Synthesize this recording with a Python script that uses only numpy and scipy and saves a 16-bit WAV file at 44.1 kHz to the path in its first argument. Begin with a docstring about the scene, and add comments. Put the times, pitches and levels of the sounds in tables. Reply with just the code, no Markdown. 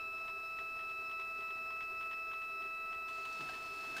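"""A steady whine sounds over a soft rattle and tick: a card printer, close by, indoors, its lid open.
The whine comes from its stepper motor, which turns in tiny quick steps; the rattle and ticks come
from plastic gears. After three seconds the rollers catch a card: it hisses along the guides,
rubs on the rubber and knocks through."""
import sys
import numpy as np
from scipy import signal
from scipy.fft import rfft, irfft
from scipy.io import wavfile
from scipy.ndimage import uniform_filter1d

SR = 44100
rng = np.random.default_rng(int(sys.argv[2]) if len(sys.argv) > 2 else 0)


def waveform_to_disk(signal):
    """Save audio, clipped to [-1, 1], as 16-bit WAV at the path in sys.argv[1]."""
    frames = np.transpose(np.atleast_2d(signal))
    scaled = np.clip(frames, -1, 1) * 32767
    samples = np.round(scaled).astype(np.int16)
    wavfile.write(sys.argv[1], SR, samples)


N = 176400
T = np.arange(N) / SR

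DRIVE_HZ, CYCLES_PER_TURN = 327.33, 50  # the motor's drive cycles: per second, per turn of its rotor
ROTOR_HZ, ROLLER_HZ = DRIVE_HZ / CYCLES_PER_TURN, 3.43  # turns per second
# dip shared by three high overtones as the card enters (t/s, change/dB)
ENTRY_DIP = [(3.06, 0), (3.18, -5), (3.6, 0)]


def motor():
    """The stepping motor sings at multiples of its drive rate: returns a loud whine and a faint buzz."""
    # the two loud tones, at 4 and 8 times the drive rate (t/s, level/dB)
    low_whine = [(0, -49), (1.2, -47.5), (2.4, -47), (3.15, -46.5), (3.48, -48), (3.52, -50.5),
                 (3.7, -48.5), (4, -51.5)]
    high_whine = [(0, -44.5), (.5, -45), (1.25, -44), (2.2, -44), (3.1, -45.5), (3.49, -46), (3.53, -47.5),
                  (3.75, -47), (4, -44)]
    # the fainter overtones (multiple, level running free/dB, level pulling the card/dB)
    overtones = [(2, -65, -65), (3, -77.5, -74), (5, -75, -74), (6, -68.5, -73.5), (12, -69, -80),
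                 (13, -83.5, -75), (14, -79.5, -82), (16, -70, -67), (17, -84, -89), (18, -91, -84),
                 (20, -85, -83), (23, -84.5, -84), (24, -85.5, -88), (28, -80, -79.5), (30, -89.5, -87),
                 (31, -89, -91), (34, -87.5, -86), (35, -89.5, -92), (37, -86, -91), (39, -83.5, -85),
                 (40, -83, -85), (41, -78, -77), (42, -87.5, -88), (43, -78.5, -84), (45, -88, -88),
                 (46, -88, -87), (47, -90, -89)]
    # how the strong overtones wobble (multiple, roller swing/dB, roller peak t/s,
    # swing once per rotor turn/dB, swing twice per turn/dB, rotor peak t/s, random swing/dB)
    swings = [(2, 0.5, 0.24, .5, 2.5, 0.069, 0.8), (4, 1.03, 0.28, -0.13, 0.3, 0.056, 0.48),
              (6, 0.5, .03, 0, 1.3, 0.059, 1.5), (8, 0.33, .063, 0, .5, 0.075, 0.19),
              (12, .5, 0.29, -0.2, .9, .061, 1.4), (16, 1.5, 0.23, 1.7, 2.4, 0.0059, 1.7)]
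    # overtones that slowly swell and fade: multiple -> (t/s, change/dB)
    swells = {6: [(.6, -7), (1.4, 1.5)], 12: [(1.2, 1.5), (2, -2.5), (2.5, .5)], 16: [(2.1, 0), (3.2, -4.5),
              (3.45, 1)], 28: ENTRY_DIP, 41: ENTRY_DIP, 43: ENTRY_DIP, 45: [(3.05, 0), (3.33, 8),
              (3.6, -1)]}
    cycles = DRIVE_HZ * T + .0012 * drift(25)  # slightly uneven steps
    load_start_s, load_rise_s, steadying = 3, 0.46, 0.72  # pulling the card calms the wobble
    load = np.clip((T - load_start_s) / load_rise_s, 0, 1)
    wobbles = {round(k): wobble(*swing) ** (1 - steadying * load) for k, *swing in swings}

    def overtone(multiple):
        """One pure tone whose loudness wavers."""
        swell = amp(curve(swells[multiple])) if multiple in swells else 1
        waver = wobbles[multiple] if multiple in wobbles else amp(1.34 * drift(10))
        return np.sqrt(2) * swell * waver * np.sin(2 * np.pi * (multiple * cycles + rng.random()))

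    whine = amp(curve(low_whine)) * overtone(4) + amp(curve(high_whine)) * overtone(8)
    buzz = np.zeros(N)
    for multiple, free_db, pulling_db in overtones:
        gain = amp(free_db) + (amp(pulling_db) - amp(free_db)) * load
        buzz += gain * overtone(round(multiple))
    return whine, buzz


def wobble(roller_db, roller_peak_s, once_db, twice_db, rotor_peak_s, random_db):
    """Loudness swings with each turn of the roller and the rotor, and a little at random."""
    rotor = 2 * np.pi * ROTOR_HZ * (T - rotor_peak_s)
    roller = 2 * np.pi * ROLLER_HZ * (T - roller_peak_s)
    turning_db = roller_db * np.cos(roller) + once_db * np.cos(rotor) + twice_db * np.cos(2 * rotor)
    return amp(turning_db + random_db * drift(14))


def card_slide():
    """The sliding card makes a grainy hiss while the rollers pulling it rumble."""
    # loudness of the hiss and of the rumble (t/s, level/dB)
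    hiss_levels = [(3.055, -83), (3.08, -62.5), (3.25, -59.5), (3.46, -57.5), (3.7, -59.5), (3.85, -57.5),
                   (4, -57.5)]
    rumble_levels = [(3.05, -88), (3.3, -65), (3.39, -62), (3.42, -55.5), (3.55, -60.5), (3.61, -60.5),
                     (3.76, -66), (3.86, -56.5), (4, -57.5)]
    # tone colour of each (f/Hz, level/dB)
    hiss_colour = [(500, -17), (1500, -6.5), (2800, -3.5), (3600, -3.5), (4350, 1), (5100, -7.5),
                   (6500, -11.5), (7500, -10.5), (8100, -18), (8500, -9), (9200, -20.5), (10400, -14.5),
                   (11400, -23), (12800, -18), (15500, -24)]
    rumble_colour = [(45, -21), (110, -0.5), (180, -1.5), (300, 4.5), (420, 3.5), (540, -4.5), (740, 2.5),
                     (900, 1), (1150, -1), (1700, -2.5), (2400, -7), (4000, -25)]
    grain_gain, grains_per_s = 0.53, 900
    grains = unit(rng.standard_normal(N) * (rng.random(N) < grains_per_s / SR))
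    hiss = amp(curve(hiss_levels)) * colour(rng.standard_normal(N) + grain_gain * grains, hiss_colour)
    rumble = amp(curve(rumble_levels)) * colour(rng.standard_normal(N), rumble_colour)
    return hiss + rumble


def rubber_grip(start_s=3.385, length_s=.13, from_hz=170, to_hz=108, level_db=-61, octave_db=-4):
    """Rubber rubs as it grips the card: a short, shaky tone that falls in pitch."""
    progress = np.clip((T - start_s) / length_s, 0, 1)
    hz = (from_hz + (to_hz - from_hz) * progress) * (1 + .04 * drift(60))
    phase = 2 * np.pi * np.cumsum(hz) / SR
    swell = amp(level_db) * np.sqrt(2) * np.sin(np.pi * progress ** 0.6)
    return swell * (np.sin(phase) + amp(octave_db) * np.sin(2 * phase))


def card_knocks(rise_s=0.0018):
    """The card's edge hits rollers and guides: each time a clack, a short ring and a bright click."""
    # the hits (t/s, clack level/dB, ring f/Hz, ring level/dB, click level/dB)
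    hits = [(3.082, -59, 3500, -63, -60), (3.252, -58, 1020, -50, -60), (3.326, -63, 5900, -60, -57),
            (3.406, -47.5, 340, -52, -63), (3.488, -48, 1594, -43, -66), (3.494, -55, 745, -46.5, -73),
            (3.533, -52.5, 1800, -48.5, -69), (3.965, -45, 1556, -39, -48), (3.98, -46, 1740, -46, -54)]
    # tone colour of the clack and of the click (f/Hz, level/dB)
    clack_colour = [(100, -7), (350, -6), (800, 0.5), (1700, -3), (3500, -2.5), (5000, -9), (9000, -35)]
    click_colour = [(1000, -20), (4000, 2.5), (7000, -1.5), (11000, -8.5), (15500, -18)]
    out = np.zeros(N)
    ring_shape = strike(rise_s, fade_s=0.083)
    for start_s, clack_db, ring_hz, ring_db, click_db in hits:
        ring = ring_shape * np.sin(2 * np.pi * ring_hz * T[:len(ring_shape)])
        add(out, start_s, amp(clack_db) * burst(clack_colour, rise_s, fade_s=0.095))
        add(out, start_s, amp(ring_db) * ring)
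        add(out, start_s, amp(click_db) * burst(click_colour, rise_s, fade_s=.09))
    return out


def gear_ticks(rebound_s=.018, boost_db=2.1):
    """Gear teeth catch, then bounce back through the gap between them, so each tick is double."""
    # the catches (t/s, level before the boost/dB, change on the rebound/dB, ring f/Hz)
    catches = [(.18, -59, -6, 1100), (.279, -52, -6, 996), (.587, -50, -11, 1960), (.79, -54, -2, 1900),
               (.894, -56, -5, 1095), (1.095, -57, 3, 1120), (1.195, -51.5, -2.5, 1080),
               (1.405, -55, -2, 1040), (1.504, -54.5, -11, 1970), (1.705, -54.5, -3, 1060),
               (1.806, -51, -4, 1970), (2.009, -54, -1, 1050), (2.112, -51.5, -1.5, 1880),
               (2.314, -54, 3, 1097), (2.417, -55, -6, 1080), (2.621, -55, -8, 1900),
               (2.928, -53, -6, 1950), (3.084, -51.5, -11, 1050), (3.251, -50.5, -15, 2950),
               (3.542, -55, 0, 990), (3.832, -56, -1, 1080)]
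    out = np.zeros(N)
    for start_s, db, rebound_db, ring_hz in catches:
        add(out, start_s, amp(db) * tooth_tick(ring_hz))
        add(out, start_s + rebound_s, amp(db + rebound_db) * tooth_tick(ring_hz))
    return amp(boost_db) * out


def tooth_tick(ring_hz, ring_db=-6, chatter_db=0.5, rise_s=0.00055):
    """One plastic tooth chatters against its neighbour: a dry, uneven clack with a short ring."""
    # tone colour of the clack (f/Hz, level/dB)
    clack_colour = [(200, -14), (600, -13), (1050, 4), (1450, -3), (1900, 1), (2400, 1), (3200, 0),
                    (4300, -10.5), (5500, -14.5), (8000, -33), (15000, -35)]
    shape = strike(rise_s, fade_s=0.058)
    ring = amp(ring_db) * np.sqrt(2) * shape * np.sin(2 * np.pi * ring_hz * T[:len(shape)])
    unevenness = unit(uniform_filter1d(rng.standard_normal(len(shape)), size=70))
    chatter = unit(amp(chatter_db * unevenness))
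    return chatter * burst(clack_colour, rise_s, fade_s=0.059) + ring


def gear_rattle(rattle_db=-61.5, flutter_db=0.5, random_db=2.5):
    """Running gears make a fluttering rattle and shake the case, over the low hum of the drive."""
    # tone colour of the rattle (f/Hz, level/dB)
    rattle_colour = [(30, 4), (48, -2), (70, 4), (100, -3.5), (200, -2.5), (290, 0.5), (460, -0.5),
                     (520, -10.5), (590, -13), (760, 1), (900, -4.5), (1100, 0.5), (1500, -5.5),
                     (2100, -6.5), (2700, -6.5), (3400, -11.5), (3750, -13.5), (5000, -12.5), (5600, -17.5),
                     (7000, -22.5), (10000, -24), (15500, -33.5)]
    # pitches at which the case rings (f/Hz, width/Hz, level/dB)
    case_rings = [(389, 30, -70), (437, 27, -72.5), (669, 52, -68), (1299, 56, -69.5), (2620, 55, -68)]
    # steady tones of the hum; the close ones beat against each other (f/Hz, level/dB)
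    hum_tones = [(118.4, -79), (392.8, -71.5), (396.3, -75), (402.3, -80.5)]
    twice_per_turn = np.cos(4 * np.pi * ROTOR_HZ * T)
    flutter = amp(flutter_db * twice_per_turn + random_db * drift(30))
    rattle = amp(rattle_db) * colour(rng.standard_normal(N) * (1 + flutter), rattle_colour)
    case = sum(amp(db) * band(hz, width) for hz, width, db in case_rings) * unit(flutter)
    hum = sum(amp(db) * np.sqrt(2) * np.sin(2 * np.pi * (hz * T + rng.random())) for hz, db in hum_tones)
    return rattle + case + hum


def airy_hiss():
    """A very faint, high hiss in the background."""
    return amp(-91.2) * band(hz=4700, width_hz=450)


def amp(db):
    """Turns decibels into a factor to multiply by."""
    return 10 ** (np.asarray(db) / 20)


def unit(x):
    """Scales a signal to an average strength (rms) of 1."""
    return x / np.sqrt(np.mean(x ** 2) + 1e-20)


def curve(points):
    """Joins (t/s, value) points with straight lines."""
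    return np.interp(T, *np.transpose(points))


def add(mix, start_s, sound):
    """Adds a sound to the mix at the given time."""
    part = mix[round(start_s * SR):][:len(sound)]
    part += sound[:len(part)]


def colour(x, points):
    """Balances the lows and highs of x by (f/Hz, level/dB) points, then scales it to strength 1."""
    hz, db = np.transpose(points)
    f = np.fft.rfftfreq(len(x), 1 / SR)
    gain = amp(np.interp(np.log(f + 1), np.log(hz), db))
    return unit(irfft(rfft(x) * gain, len(x)))


def band(hz, width_hz):
    """Noise gathered around one pitch, at strength 1."""
    f = np.fft.rfftfreq(N, 1 / SR)
    falloff = 1 + ((f - hz) / (.75 * width_hz)) ** 2
    return unit(irfft(rfft(rng.standard_normal(N)) / falloff, N))


def drift(rate_hz, points=1024):
    """Smooth random wandering around zero, mostly slower than rate_hz."""
    f = np.fft.rfftfreq(points, N / SR / points)
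    spectrum = rfft(rng.standard_normal(points)) * (f > 0)
    slow = unit(irfft(spectrum / (1 + (f / rate_hz) ** 2)))
    return np.interp(T, np.linspace(0, N / SR, points), slow)


def strike(rise_s, fade_s):
    """Loudness of a blow: it rises quickly and dies away by 60 dB every fade_s."""
    t = T[:SR // 4]
    return np.minimum(t / rise_s, 1) * np.exp(-np.log(1000) * t / fade_s)


def burst(points, rise_s, fade_s):
    """Struck plastic rings at so many close pitches that it sounds like a puff of noise."""
    shape = strike(rise_s, fade_s)
    return shape * colour(rng.standard_normal(len(shape)), points)


def scene():
    """The printer stands ahead, almost the same in both ears, a shade louder on the right."""
    # sideways lean of all but the whine and airy hiss (f/Hz, left change/dB); the right gets the opposite
    lean = [(100, -0.25), (700, -0.33), (1700, -0.13), (4500, -0.32), (7000, -.03)]
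    side = np.array([[1], [-1]])  # left, right
    whine, buzz = motor()
    body = buzz + gear_rattle() + gear_ticks() + card_slide() + rubber_grip() + card_knocks()
    lean_db = np.interp(np.fft.rfftfreq(N, 1 / SR), *np.transpose(lean))
    stereo_body = irfft(rfft(body) * amp(lean_db * side), N)
    return whine * amp(-0.24 * side) + stereo_body + airy_hiss() * side


def record(dry, cutoff_hz=15720):
    """Cuts away the very highest treble."""
    lowpass = signal.firwin(801, cutoff_hz, window=("kaiser", 9), fs=SR)
    return signal.oaconvolve(dry, lowpass[None], "same")


dry = scene()
out = record(dry)
waveform_to_disk(out)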